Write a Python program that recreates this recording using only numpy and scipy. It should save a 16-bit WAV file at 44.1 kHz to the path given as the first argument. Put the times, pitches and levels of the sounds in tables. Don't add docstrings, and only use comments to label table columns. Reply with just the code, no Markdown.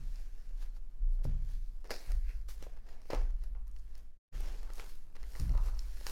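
import sys
import numpy as np
from scipy import signal
from scipy.io import wavfile
from scipy.ndimage import uniform_filter1d

SR = 44100
rng = np.random.default_rng(int(sys.argv[2]) if len(sys.argv) > 2 else 0)


def undo_db(level):
    steps = np.asarray(level, float) / 20
    return 10 ** steps


def store_wav(level_fs):
    pcm = np.round(np.clip(np.atleast_2d(level_fs), -1, 1) * 32767)
    wavfile.write(sys.argv[1], SR, pcm.T.astype(np.int16))


N = 269671


def evened(x):
    return x / np.sqrt(np.mean(x ** 2) + 1e-20)


def read(points, hz):
    f, value = np.transpose(points)
    return np.interp(np.log(hz + 1), np.log(f + 1), value)


def add(mix, s, sound):
    part = mix[max(round(s * SR), 0):][:len(sound)]
    part += sound[:len(part)]


def pressure(peak_s, level_db, rise_s, fall_s):
    slope_db = 20
    late = np.arange(0, N / SR + 0.001, 0.001)[:, None] - peak_s
    distance = np.maximum(late / fall_s, -late / rise_s)
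    return undo_db(2 * (level_db - slope_db * distance))


def friction():
    grain_db, grains_per_s, grain_share = 4, 1500, 0.41
    strength = undo_db(grain_db * np.minimum(rng.exponential(1, N), 5))
    catches = strength * (rng.random(N) < grains_per_s / SR)
    grains = evened(catches * rng.choice([-1., 1.], N))
    return (1 - grain_share) * rng.standard_normal(N) + grain_share * grains


# (frequency [Hz], density [dB per Hz])
RUB_COLOUR = [(100, -29.5), (220, -8), (400, -1.5), (700, -5), (1000, -3.5), (1400, -6.5), (2000, -13.5),
              (3200, -15), (4500, -12.5), (5500, -13), (8000, -16), (10000, -15.5), (12700, -15),
              (16000, -22)]
# (frequency [Hz], gain [dB])
HOLLOW_COLOUR = [(300, -2), (690, 2.9), (1200, -2), (2050, 4), (2550, 3.76), (3000, -7), (3600, -6),
                 (4450, 4.98), (5300, 1.92), (6500, -5), (9000, 0.05)]
# (time [s], share [0-1])
HOLLOW_SHARE = [(0, 0.12), (1.2, 0.025), (1.85, 0), (1.91, 1), (2.02, 0.58), (2.15, 0.014), (2.25, 0.68),
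                (2.4, 0.6), (2.5, 0), (3.1, 0.47), (3.3, .1), (4.4, 0), (5.3, 0.14), (5.9, .2), (6.07, 0)]


def coloured_friction():
    patchy_db = 1.5
    hz, frame_s, spectrum = signal.stft(friction(), SR, nperseg=512, noverlap=384)
    blurred = uniform_filter1d(rng.standard_normal(spectrum.shape), 5, 0)
    patches = evened(uniform_filter1d(blurred, 16, 1))
    share = np.interp(frame_s, *np.transpose(HOLLOW_SHARE))
    hollow_db = np.outer(read(HOLLOW_COLOUR, hz), share)
    colour_db = read(RUB_COLOUR, hz)[:, None] + hollow_db + patchy_db * patches
    return hz, spectrum * undo_db(colour_db)


# (peak time [s], level [dB], rise [s], fall [s], tilt [dB per octave])
STROKES = [(.2, -70, 1, 0.29, 1.2), (.393, -75, 0.19, 0.89, 0.3), (.627, -64.5, 0.072, 0.08, 1.2),
           (.77, -70.5, 0.052, 0.028, 1), (1.137, -82, 0.1, 0.1, 5.3), (1.213, -79.5, 0.33, .1, -4.5),
           (1.243, -62, 0.0126, 0.037, 2.5), (1.27, -69, .03, 0.26, -2.5), (1.509, -70, 0.16, 0.2, 2),
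           (1.62, -81.5, .3, 0.65, 3.2), (1.853, -63, 0.012, 0.055, -3.5),
           (1.908, -41.5, 0.0027, 0.023, -1), (1.912, -52.5, .01, 0.14, -1.5), (2.0, -66.5, 0.12, 0.29, 2),
           (2.08, -73.5, .2, 0.21, 5), (2.112, -62.5, .12, 0.092, -2), (2.303, -69.5, .16, 0.24, 1.4),
           (2.488, -61, 0.0091, 0.11, 4), (2.637, -62.5, 0.081, 0.064, 0), (2.69, -73.5, .1, 0.37, -2),
           (2.895, -67, 0.062, .2, -2), (3.09, -72, 0.11, .03, 2), (3.104, -51.5, 0.0057, 0.16, -3),
           (3.141, -54.5, 0.033, 0.081, -4.5), (3.213, -70.5, .1, 0.16, -3),
           (3.444, -72, 0.12, 0.092, -0.4), (3.566, -79.5, 0.049, 0.054, -5.5), (3.68, -81, 0.04, 0.11, 0),
           (3.765, -81, .05, 0.25, 4.2), (3.987, -72.5, .2, 0.08, -0.3), (4.33, -65.5, .1, 0.56, -1),
           (4.468, -64, 0.39, 0.42, -0.5), (4.717, -72.5, .1, 0.11, -2), (4.4, -75.5, 0.08, 0.24, 4.5),
           (4.759, -71.5, 0.066, .2, 5.5), (4.797, -61, 0.051, 0.12, -0.5), (4.9, -70, 0.18, 0.18, 3.5),
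           (5.159, -66.5, 0.01, 0.027, -1), (5.2, -73, 0.037, 0.59, -0.5), (5.308, -72.5, 0.13, .3, 4),
           (5.38, -66.5, 0.099, 0.25, 1.8), (5.402, -70, .1, .2, 4.5), (5.45, -79, 0.117, 0.16, 3),
           (5.675, -65, 0.17, 0.094, 2), (5.8, -74, 0.12, .4, 4.3), (5.94, -72.5, 0.71, .4, 1.5),
           (6.04, -67, 0.29, 0.17, 2.8), (6.073, -55.5, 0.027, 0.14, 3), (6.11, -60, 0.06, .1, -0.7)]
# (peak time [s], level [dB], rise [s], fall [s], centre [octaves from the middle range])
SCUFFS = [(.62, -67, 0.048, .15, -2.5), (.77, -56, 0.034, 0.039, -3), (1.912, -45, 0.016, 0.14, 1.3),
          (1.99, -64, 0.18, 0.115, -5), (2.078, -70, 0.018, 0.042, 8), (2.303, -63, 0.14, 0.1, 0),
          (2.491, -59.5, .01, 0.1, -1.56), (2.63, -63, .02, 0.037, 1), (2.669, -60, 0.0054, 0.024, -2),
          (2.9, -57, 0.026, 0.092, -4), (3.136, -48.5, .01, 0.11, -1), (3.56, -65, 0.018, .1, -1.25),
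          (4.7, -64.5, .15, 0.1, -1.1), (4.8, -61, .08, 0.15, -1.1), (5.16, -63, .02, .1, -0.5),
          (5.354, -56.5, 0.043, 0.47, -1.6), (5.5, -54, 0.024, 0.11, -1.8),
          (5.545, -57, 0.022, 0.072, -1.5), (5.58, -51, 0.033, 0.12, -1.4),
          (5.675, -54.5, 0.14, 0.26, -1.5), (5.8, -74, .2, 0.31, -6), (6.072, -56, .02, .3, -1.3)]
# (gain in a stroke [dB], level at rest [dB])
RANGES = [(2, -82), (-4.5, -82.5), (1, -83.5), (0.86, -86.5), (-3.5, -84)]
RANGE_OCTAVES = [-2.1, -1.1, 0, 1.1, 2.2]
RANGE_EDGES = [820, 1500, 3400, 7500]


def rubbing():
    overlap = 0.089
    scuff_db_per_octave = 15
    hz, spectrum = coloured_friction()
    above = [0.5 + 0.5 * np.tanh(np.log((hz + 1) / edge) / overlap) for edge in RANGE_EDGES]
    above = [1, *above, 0]
    *stroke, tilt = np.transpose(STROKES)
    *scuff, centre = np.transpose(SCUFFS)
    strokes, scuffs = pressure(*stroke), pressure(*scuff)
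    out = np.zeros(N)
    for octaves, (gain_db, rest_db), low, high in zip(RANGE_OCTAVES, RANGES, above, above[1:]):
        stroke_power = strokes @ undo_db(2 * (gain_db + tilt * octaves))
        scuff_power = scuffs @ undo_db(-2 * scuff_db_per_octave * abs(octaves - centre))
        level = np.sqrt(stroke_power + scuff_power + undo_db(2 * rest_db))
        band = (low - high)[:, None]
        part = signal.istft(spectrum * band, SR, nperseg=512, noverlap=384)[1][:N]
        out += evened(part) * np.interp(np.arange(N) * 1000 / SR, np.arange(len(level)), level)
    return out


# (time [s], level [dB], hardness [family number], loss [dB per family away from it])
TAPS = [(.159, -49, 2, 7), (.1925, -57, -1, 16.5), (.2, -55.5, -6.5, 0.5), (.51, -55, -0.5, 10),
        (.618, -59, -6, 6), (.768, -50.5, 0.5, 20), (.7727, -58, 0.5, 17), (1.2451, -48, 3, -10.5),
        (1.2532, -31.5, 0, 17), (1.8442, -48, .5, 2), (1.8526, -47.5, -2.5, 13.5), (1.8744, -48, 2.5, 8),
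        (1.8971, -33, 0.5, 19.5), (1.9063, -33.5, -5, 22), (1.9067, -30, 0.5, 1.5), (1.9629, -42, 1.5, 16),
        (1.9633, -43, 2.2, 0), (1.9696, -49, 0, 2.5), (2.08, -54, 0.5, 18), (2.088, -52, 1, 20),
        (2.1193, -48, -1, 17), (2.1197, -39, 3, 3.5), (2.1528, -45, 3.5, 13), (2.1909, -50, 5.5, 18.5),
        (2.303, -54, 0, 25.5), (2.4886, -45.5, -1, 3), (2.6262, -34.5, -0.5, 10), (2.6266, -44, 2.5, -1.5),
        (2.6675, -38, 0, 25), (2.6774, -43, -1, 25), (2.7735, -50, 0.45, 7), (2.8889, -49, 0.9, 7),
        (2.9022, -49, -2, 22), (3.018, -54, 2, 3), (3.0562, -50.5, 0, 7), (3.1035, -28, 0, 25),
        (3.1039, -38, 2, 16), (3.1125, -37, 1.3, 14), (3.1147, -36, .2, 9), (3.1334, -19, 0, 11),
        (3.1338, -39, 2.5, 14.5), (3.1442, -45, 1, 4), (3.1487, -38, 1, 1.5), (3.3068, -56, 4, 0.5),
        (3.4383, -49, 3.2, -2), (3.552, -46, 0.55, 15), (3.6722, -57, 2.5, 6), (3.68, -50.5, 3, 9),
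        (3.714, -50.5, 2.5, 15), (3.7546, -55, -2, 7), (3.7646, -47, 1.5, 12), (3.7883, -55, 2.5, 8),
        (3.7964, -54, 2.5, 14), (3.954, -49.5, 2, 3.5), (3.9798, -44.5, 4, 5.5), (4.4063, -42.5, 3, 10),
        (4.4594, -49, 0.5, -1.5), (4.6313, -48.5, 0, 1.5), (4.7027, -45, 0.5, 6), (4.7355, -39, 2.5, 14),
        (4.7478, -53.5, 5.5, 10.5), (4.7823, -46, -1, 2), (4.7976, -37, 1, 6), (5.154, -53, 0.7, 4),
        (5.1665, -46.5, 1, 4.5), (5.2305, -49, 1.5, 1.5), (5.2383, -49, 1, 17), (5.3057, -52, 4, 10),
        (5.321, -50, 2.5, 7), (5.354, -41, 1, 12), (5.3615, -42, -1, 7), (5.3619, -42, 4, 4),
        (5.3985, -33, 2.5, 9), (5.4095, -35, 5, 5), (5.4322, -52, 4, 3), (5.495, -43.5, 1.5, 6),
        (5.5206, -51, 2, 13), (5.5401, -41, 0.5, 16), (5.5535, -38, 0.1, 13), (5.5769, -42, 1.6, 6),
        (5.674, -43, -0.5, 7.5), (5.6856, -42.5, 0.5, 10), (5.7497, -55, 2, 16.5), (5.7927, -34.5, 2, 16),
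        (6.0122, -32, -4.5, 3), (6.0674, -27.5, 1.76, 6.5), (6.0734, -51, -2, 5.5), (6.0916, -50, 11, 3)]
# (frequency [Hz], width [Hz], relative level [dB])
BOX_MODES = [
    [(395, 315, -2), (527.4, 250, 0), (795.3, 300, -2)],
    [(1310, 450, 1), (1978, 550, 4.5), (2680, 600, 0.5)],
    [(4387, 500, -3.5), (5380, 780, 1.5), (6790, 380, -9.5)],
    [(9200, 1100, 1), (11600, 830, -5), (14500, 3000, 2)],
]


def taps():
    contact_s, loose, detune = 0.0017, 0.05, 0.04
    t, out = np.arange(1200) / SR, np.zeros(N)
    families = np.arange(len(BOX_MODES))
    mode_places = np.arange(-1, 3 * len(BOX_MODES) - 1).reshape(-1, 3) / 3
    contacts = loose * rng.standard_normal((len(TAPS), len(BOX_MODES), 200))
    contacts *= np.sin(np.pi * np.clip(t[:200] / contact_s, 0, 1)) ** 2
    contacts[:, :, round(contact_s * SR / 2)] += 1
    shifts = 1 + detune * rng.standard_normal((len(TAPS), len(BOX_MODES), len(BOX_MODES[0])))
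    for (s, top_db, hardness, loss_db), contact, shift in zip(TAPS, contacts, shifts):
        peak_db = top_db - abs(loss_db * (families - hardness))
        near_db = -abs(loss_db * (mode_places - hardness))
        for level_db, modes, push, moved, near in zip(peak_db, BOX_MODES, contact, shift, near_db):
            ring = np.zeros(len(t))
            for (hz, width, db), m, more_db in zip(modes, moved, near):
                swell = width * t * np.exp(-np.pi * width * t)
                ring += undo_db(db + more_db) * swell * np.sin(2 * np.pi * hz * m * t)
            ring = signal.fftconvolve(ring, push)
            size = abs(signal.hilbert(ring))
            add(out, s - size.argmax() / SR, undo_db(level_db) * ring / size.max())
    return out


# (frequency [Hz], relative level [dB], t60 [s])
KNIFE_MODES = [(1980, -4, .1), (4440, -3, .08), (5330, -9, 0.1), (5862, -13, 0.1), (7337, 2, 0.12),
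               (7950, -3, 0.12)]
# (time [s], level [dB])
NUDGES = [(2.484, -66), (2.499, -71), (2.513, -71)]


def knife():
    t, out = np.arange(SR // 3) / SR, np.zeros(N)
    for (s, blow_db), turns in zip(NUDGES, rng.random((len(NUDGES), len(KNIFE_MODES)))):
        ring = np.zeros(len(t))
        for (hz, db, t60), turn in zip(KNIFE_MODES, turns):
            ring += undo_db(blow_db + db - 60 * t / t60) * np.sin(2 * np.pi * (hz * t + turn))
        add(out, s, ring)
    return out


# (frequency [Hz], relative level [dB], t60 [s])
ARM_MODES = [
    [(28.764, 2, 1.97), (19.2, -11.5, 0.88)],
    [(46.5, 3, 2.72), (29.6, 3, 1.5)],
    [(56.33, 6.5, 1.24)],
    [(91.03, -14.5, 0.866), (96.06, 2.5, 0.85), (120.7, -0.5, 0.63), (127.2, 8, 0.22), (136.8, -2.5, 1),
     (155.9, 0, 0.48), (177.4, -6, 0.61), (205.7, 0.5, 0.2), (230, 2.5, 0.081), (272.3, -2.5, .2),
     (322, -3.5, 0.089)],
]
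# (time [s], shake level [dB], hum level [dB], buzz level [dB], time to half swell [s])
BUMPS = [(0.0, -30.5, -56, -51, 0.029), (0.421, -28.5, -62, -63, 0.1), (0.997, -21, -53, -47.5, 0.018),
         (1.25, -27.5, -46, -39, 0.016), (1.521, -43, -45, -64, 0.0068), (2.069, -27.5, -33.5, -38, 0.019),
         (2.598, -45.5, -55, -68, 0.041), (3.131, -25, -35, -47.5, 0.023),
         (3.451, -51.5, -44.5, -63, 0.037), (4.328, -31, -51, -47.5, 0.022),
         (4.599, -43.5, -55, -54, 0.036), (5.169, -68, -43, -53, 0.026), (5.395, -56, -35, -33, 0.018),
         (5.436, -42, -39, -32, 0.049), (5.495, -29.5, -35, -33.5, 0.021), (5.921, -60, -47, -71, .02)]
# (time [s], level [dB])
KNOCKS = [(0.0, -54.5), (1.25, -38.5), (1.522, -60.5), (2.07, -59), (2.599, -61.5), (3.131, -51.5),
          (4.328, -56), (5.396, -43), (5.435, -45), (5.495, -45)]
# (frequency [Hz], level [dB], rms wander [Hz])
SWAY = [(6.7, -40.5, 0.98), (13.8, -36, 1)]


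def arm():
    knock_rise_s = 0.0033
    t, out = np.arange(3 * SR // 10) * 10 / SR, np.zeros(N)
    pushes = [(s, db, ARM_MODES[-1], knock_rise_s) for s, db in KNOCKS]
    for s, *family_db, rise_s in BUMPS:
        pushes += [(s, db, modes, rise_s) for db, modes in zip(family_db, ARM_MODES)]
    for s, level_db, modes, rise_s in pushes:
        ring = sum(undo_db(level_db + db - 60 * t / t60) * np.sin(2 * np.pi * hz * t) for hz, db, t60 in modes)
        swell = np.sin(np.pi / 2 * np.clip(t / rise_s / 2, 0, 1)) ** 2
        fade = np.clip(t[-1] - t, 0, 1)
        add(out, s, signal.resample_poly(swell * ring * fade, 10, 1))
    for hz, db, wander_hz in SWAY:
        drift = wander_hz * evened(uniform_filter1d(rng.standard_normal(N), SR // 4))
        out += undo_db(db) * np.sin(2 * np.pi * np.cumsum(hz + drift) / SR)
    return out


# (frequency [Hz], t60 [s])
ROOM_DECAY = [(300, 0.39), (700, 0.24), (2000, 0.17), (5000, 0.26), (12000, 0.99)]


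def room(x):
    echoes = np.zeros((3, SR // 2))
    slots = np.arange(200, SR // 2 - 20, 20)
    at = slots + rng.integers(0, 20, (3, len(slots)))
    np.put_along_axis(echoes, at, rng.choice([-1., 1.], at.shape), 1)
    hz, t, z = signal.stft(echoes, SR, nperseg=256)
    decay = undo_db(-60 * t / read(ROOM_DECAY, hz)[:, None])
    tail = signal.istft(z * decay, SR, nperseg=256)[1]
    turn = np.sqrt(2 / 3) * np.cos(np.pi * (7 * np.arange(N) / SR + np.arange(3)[:, None] / 3))
    return signal.fftconvolve(x * turn, tail / np.linalg.norm(tail[0]), axes=1)[:, :N].sum(0)


# (frequency [Hz], level [dB], width [Hz])
HUM = [(93.6, -71.5, 21), (204.8, -87, 2.9)]


def murmur():
    rumble_db = -73.5
    noise = rng.standard_normal(N)
    low = signal.butter(2, [70, 260], "bandpass", fs=SR, output="sos")
    out = undo_db(rumble_db) * evened(signal.sosfilt(low, noise))
    for hz, db, width in HUM:
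        out += undo_db(db) * evened(signal.lfilter(*signal.iirpeak(hz, hz / width, SR), noise))
    return out


def scene():
    room_db = -10
    knocks = taps() + knife()
    echoes = undo_db(room_db) * room(knocks)
    return (rubbing() + knocks + arm() + echoes + murmur())[None]


# (time [s], level [dB])
DROPOUT = [(4.064, -3), (4.12, -10), (4.171, -16), (4.195, -67.5), (4.314, -63), (4.327, -11), (4.348, -1)]


def dropout(dry):
    s, db = np.transpose(DROPOUT)
    return dry * undo_db(np.interp(np.arange(N) / SR, s, db))


def low_pass(x):
    return signal.sosfilt(signal.butter(12, 16400, fs=SR, output="sos"), x)


def record(dry):
    mix = dropout(dry)
    return low_pass(mix)


dry = scene()
out = record(dry)
store_wav(out)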